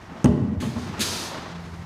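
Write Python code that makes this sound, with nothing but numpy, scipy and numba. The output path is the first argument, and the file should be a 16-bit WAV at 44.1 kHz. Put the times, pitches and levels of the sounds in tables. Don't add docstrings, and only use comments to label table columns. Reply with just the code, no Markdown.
import sys
import numpy as np
from scipy import signal
from scipy.fft import rfft, irfft
from scipy.io import wavfile
from scipy.ndimage import uniform_filter1d, minimum_filter1d
from numba import njit

SR = 44100
rng = np.random.default_rng(int(sys.argv[2]) if len(sys.argv) > 2 else 0)


def bounce(signal):
    frames = np.transpose(np.atleast_2d(signal))
    limited = np.clip(frames, -1, 1)
    pcm = np.round(limited * 32767).astype(np.int16)
    wavfile.write(sys.argv[1], SR, pcm)


N = 81585

# (time [s], level [dB], contact time [ms])
FRAME_BLOWS = [(0.089, -29, 8.5), (0.12, -26, 2.4), (0.2436, -2, 2.8), (0.2496, -3.5, 2.7),
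               (.2585, 3.5, 2.3), (.626, -14, 1.94), (0.763, -22, 0.84)]
# (pitch [Hz], level [dB], time to fade by 60 dB [s])
FRAME_NOTES = [(87.74, -17, 1.2), (137, -28.5, 0.19), (150.7, -13.5, 0.22), (185.4, -14.5, 0.4),
               (215.3, -19, 0.62), (241.1, -13, 0.38), (266.3, -11, .16), (294, -26.5, 0.23),
               (413.4, -19.5, .2), (438, -23, 0.26), (603, -22.5, 0.39), (844, -9.5, 0.073),
               (1190, -41, .06)]
# (frequency [Hz], level [dB])
RATTLE_TONE = [(40, -30), (90, -13), (150, -4), (240, 2.5), (380, -1), (550, -14), (1000, -25.5),
               (2000, -37.5), (5000, -41.5), (10000, -52.5), (14000, -69)]


def frame_slam(boom_db=2, rattle_db=-22):
    t, force, shake = clock(), np.zeros(N), np.zeros(N)
    for start, db, contact_ms in FRAME_BLOWS:
        age = np.maximum(t - start, 0) * 1000 / contact_ms
        push = age * np.exp(-2 * np.pi * age)
        force -= gain(db) * push / push.sum()
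        shake += (gain(db) * fade(start, fade_s=.85, rise_s=.0053)) ** 2
    ring = sum(gain(db) * np.sin(2 * np.pi * hz * t) * fade(0, fade_s) for hz, db, fade_s in FRAME_NOTES)
    boom = gain(boom_db) * signal.fftconvolve(force, ring)[:N]
    boom = pass_only(boom, "high", hz=110)
    return echo(boom, echo_db=-7.5) + gain(rattle_db) * np.sqrt(shake) * noise(RATTLE_TONE)


# (time [s], level [dB], pitch [Hz])
PANEL_JOLTS = [(.1, -36, 171), (.248, -14, 247.4), (.28, -10.5, 86), (.415, -14.5, 111.6),
               (0.476, -30.5, 90), (.506, -17, 232), (0.567, -18, 88.6), (0.619, -22, 250),
               (.636, -23, 119), (.662, -15.5, 222), (0.687, -22, 129.4), (.757, -21, 239),
               (.76, -21, 87.7), (0.823, -35, 91), (0.886, -32, 227), (.988, -22, 220), (1.12, -41, 97),
               (1.717, -33, 90.6), (1.787, -31.5, 89)]


def panel_booms(swell_s=.015):
    booms = np.zeros(N)
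    for start, db, hz in PANEL_JOLTS:
        age = np.maximum(clock() - start, 0)
        swell = age / swell_s
        booms += gain(db) * (swell * np.exp(1 - swell)) ** 2 * np.sin(2 * np.pi * hz * age)
    return echo(booms, echo_db=-19)


# (time [s], level [dB], time to fade by 60 dB [s])
STOP_CLICKS = [(.2437, -13.5, 0.0092), (.2475, -34.5, 0.038), (.2578, -27, 0.014)]
# (frequency [Hz], level [dB])
STEEL_TONE = [(500, 11), (1800, -6.5), (2300, -21.5), (2860, 0), (3600, -14), (5200, -14), (6100, -4),
              (6600, 0.5), (7300, -17), (8200, -3), (8800, -1.5), (9400, -12), (12000, -16), (13300, -22),
              (15500, -30)]


def stop_clicks():
    return echo(hits(STOP_CLICKS, STEEL_TONE), echo_db=-16)


# (time [s], spit level [dB], spit fade time [s], flow level [dB], flow length [s],
# flow drop [dB per s], brightness [dB per octave], opening time [s])
AIR_PUFFS = [(0.6, -34, 0.37, -45, .2, 13, -1.5, 0.0055), (0.763, -53, .1, -47, 0.075, -5, -1.5, 0.033),
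             (0.9933, -28.5, 0.093, -42, 0.2, 5, -1, 0.00072),
             (1.0053, -23.5, 0.081, -27, 0.25, 37.5, 0.5, 0.002),
             (1.586, -70, 0.042, -63.5, 0.22, -2, 3, 0.023)]
# (frequency [Hz], level [dB])
SPIT_TONE = [(300, 4.5), (1000, -24), (1700, -3.5), (2400, -3.5), (3500, -2), (4600, -5), (5700, -18),
             (6400, -1.5), (7200, -8.5), (10000, -11), (13000, -17), (15500, -21.5)]
FLOW_TONE = [(300, 0.5), (1000, 0), (2400, -6.5), (3700, 2.5), (4800, 4.5), (5700, 1), (6400, 3),
             (7100, -3), (8200, -4.5), (10200, -6.5), (12500, -13.5), (15500, -22)]


def air_valves(closing_s=.45):
    air = np.zeros(N)
    for start, spit_db, spit_fade_s, flow_db, length_s, drop, tilt_db, opening_s in AIR_PUFFS:
        spit_level = gain(spit_db) * fade(start, spit_fade_s, opening_s, hold_s=.022)
        air += spit_level * noise(SPIT_TONE, tilt_db)
        pressure = gain(flow_db - drop * np.maximum(clock() - start, 0))
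        air += pressure * fade(start, closing_s, opening_s, length_s) * noise(FLOW_TONE, tilt_db)
    return echo(air, echo_db=-5)


# (time [s], level [dB], time to fade by 60 dB [s])
DULL_KNOCKS = [(.095, -43.5, 0.75), (.16, -51, 0.41), (.2445, -26, 0.063), (.2575, -15, 0.021),
               (.622, -30.5, 0.18), (.7605, -32, 0.15), (.938, -35, 0.48), (1.314, -33.5, 0.2),
               (1.345, -32.5, 0.17), (1.458, -34, 0.11)]
# (frequency [Hz], level [dB])
KNOCK_TONE = [(120, -18), (350, -1), (650, 2), (900, -0.5), (1250, -0.5), (1700, -9), (3000, -16),
              (6000, -33.5), (14000, -53)]


def dull_knocks():
    return echo(hits(DULL_KNOCKS, KNOCK_TONE), echo_db=-7)


# (time [s], level [dB])
SCUFF_LEVEL = [(0, -46.5), (.55, -48), (.9, -37), (1.08, -34), (1.28, -39.5), (1.42, -38), (1.55, -43),
               (1.65, -45.5), (1.85, -47.5)]
# (frequency [Hz], level [dB])
SCUFF_TONE = [(100, -1), (220, 6.5), (290, -1.5), (350, 3.5), (430, -2), (600, -11.5), (950, -4),
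              (1500, -7), (2500, -13.5), (6000, -20), (14000, -44.5)]


def carton_scuff(rough_db=2.0):
    return noise(SCUFF_TONE) * curve(SCUFF_LEVEL) * gain(rough_db * wobble(per_second=59.97))


# (time [s], level [dB])
MOTOR_LEVEL = [(0, -57), (.9, -46), (1.38, -48), (1.52, -37.5), (1.63, -38.5), (1.72, -43.5), (1.85, -40.5)]
CONVEYOR_LEVEL = [(0, -49.5), (.5, -65), (.8, -35.5), (1.1, -41.5), (1.4, -80), (1.68, -47), (1.85, -48)]
# (frequency [Hz], level [dB])
CONVEYOR_TONE = [(30, -23), (60, -36.5), (88, 13.5), (110, 7), (170, 1), (400, -45.5)]


def motor_and_conveyor(turning_hz=85.1, waver=.0023, low_note_db=-7):
    pitch_hz = turning_hz * (1 + waver * wobble(per_second=7.1))
    phase = 2 * np.pi * np.cumsum(pitch_hz) / SR
    hum = np.sin(2 * phase) + gain(low_note_db) * np.sin(phase)
    rumble = noise(CONVEYOR_TONE) * curve(CONVEYOR_LEVEL)
    return np.sqrt(2) * hum * curve(MOTOR_LEVEL) + rumble


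# (frequency [Hz], level [dB])
FACTORY_TONE = [(30, -3), (85, 7), (170, -0.5), (260, -2), (400, -17), (600, -3), (900, -3), (1400, -11),
                (2000, -10), (3000, -22.5), (5000, -28), (8000, -36), (15000, -45)]


def distant_machines(level_db=-45):
    return noise(FACTORY_TONE) * gain(level_db)


def echo(x, echo_db, split_hz=2900, build_s=.012):
    low = pass_only(rng.standard_normal(N), "low", split_hz)
    high = pass_only(rng.standard_normal(N), "high", split_hz)
    tail = low * fade(0, fade_s=1.3, rise_s=build_s) + high * fade(0, fade_s=.36, rise_s=build_s)
    return x + gain(echo_db) * signal.fftconvolve(x, tail / np.linalg.norm(tail))[:N]


def gain(db):
    return 10 ** (np.asarray(db) / 20)


def clock():
    return np.arange(N) / SR


def curve(points):
    return gain(np.interp(clock(), *np.array(points).T))


def fade(start, fade_s, rise_s=.00056, hold_s=0):
    age = clock() - start
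    return np.clip(age / rise_s, 0, 1) * np.exp(-np.log(1000) * np.maximum(age - hold_s, 0) / fade_s)


def noise(tone, tilt_db=0):
    hz, db = np.array(tone).T
    octave = np.log2(np.maximum(np.fft.rfftfreq(N, 1 / SR), 1))
    bass_cut_db = 12 * np.maximum(np.log2(hz[0]) - octave, 0)
    shape_db = np.interp(octave, np.log2(hz), db) + tilt_db * octave - bass_cut_db
    x = irfft(rfft(rng.standard_normal(N)) * gain(shape_db), N)
    return x / x.std()


def hits(rows, tone):
    return noise(tone) * sum(gain(db) * fade(start, fade_s) for start, db, fade_s in rows)


def wobble(per_second):
    size = int(SR / per_second)
    steps = np.repeat(rng.standard_normal(N // size + 1), size)
    x = uniform_filter1d(uniform_filter1d(steps, size), size)[:N]
    return x / x.std()


def pass_only(x, side, hz):
    return signal.sosfilt(signal.butter(2, hz, side, fs=SR, output="sos"), x)


@njit
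def follow_loudness(x, rise_s, fall_s):
    out, level = np.empty(len(x)), 0.
    for i in range(len(x)):
        lag_s = rise_s if abs(x[i]) > level else fall_s
        level += (abs(x[i]) - level) / (lag_s * SR)
        out[i] = level
    return out


def scene():
    impacts = frame_slam() + panel_booms() + stop_clicks() + dull_knocks()
    return (impacts + air_valves() + motor_and_conveyor() + carton_scuff() + distant_machines())[None]


def record(dry):
    loud_db, peak_db, top_hz = -20, -3, 15400
    loudness = follow_loudness(dry[0], rise_s=.025, fall_s=.6)
    x = dry / np.sqrt(np.maximum(loudness / gain(loud_db), 1))
    window = int(.004 * SR)
    peak_gain = 1 / np.maximum(abs(x) / gain(peak_db), 1)
    x = x * uniform_filter1d(minimum_filter1d(peak_gain, 2 * window), window)
    return signal.sosfilt(signal.ellip(10, .2, 80, top_hz, fs=SR, output="sos"), x)


dry = scene()
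out = record(dry)
bounce(out)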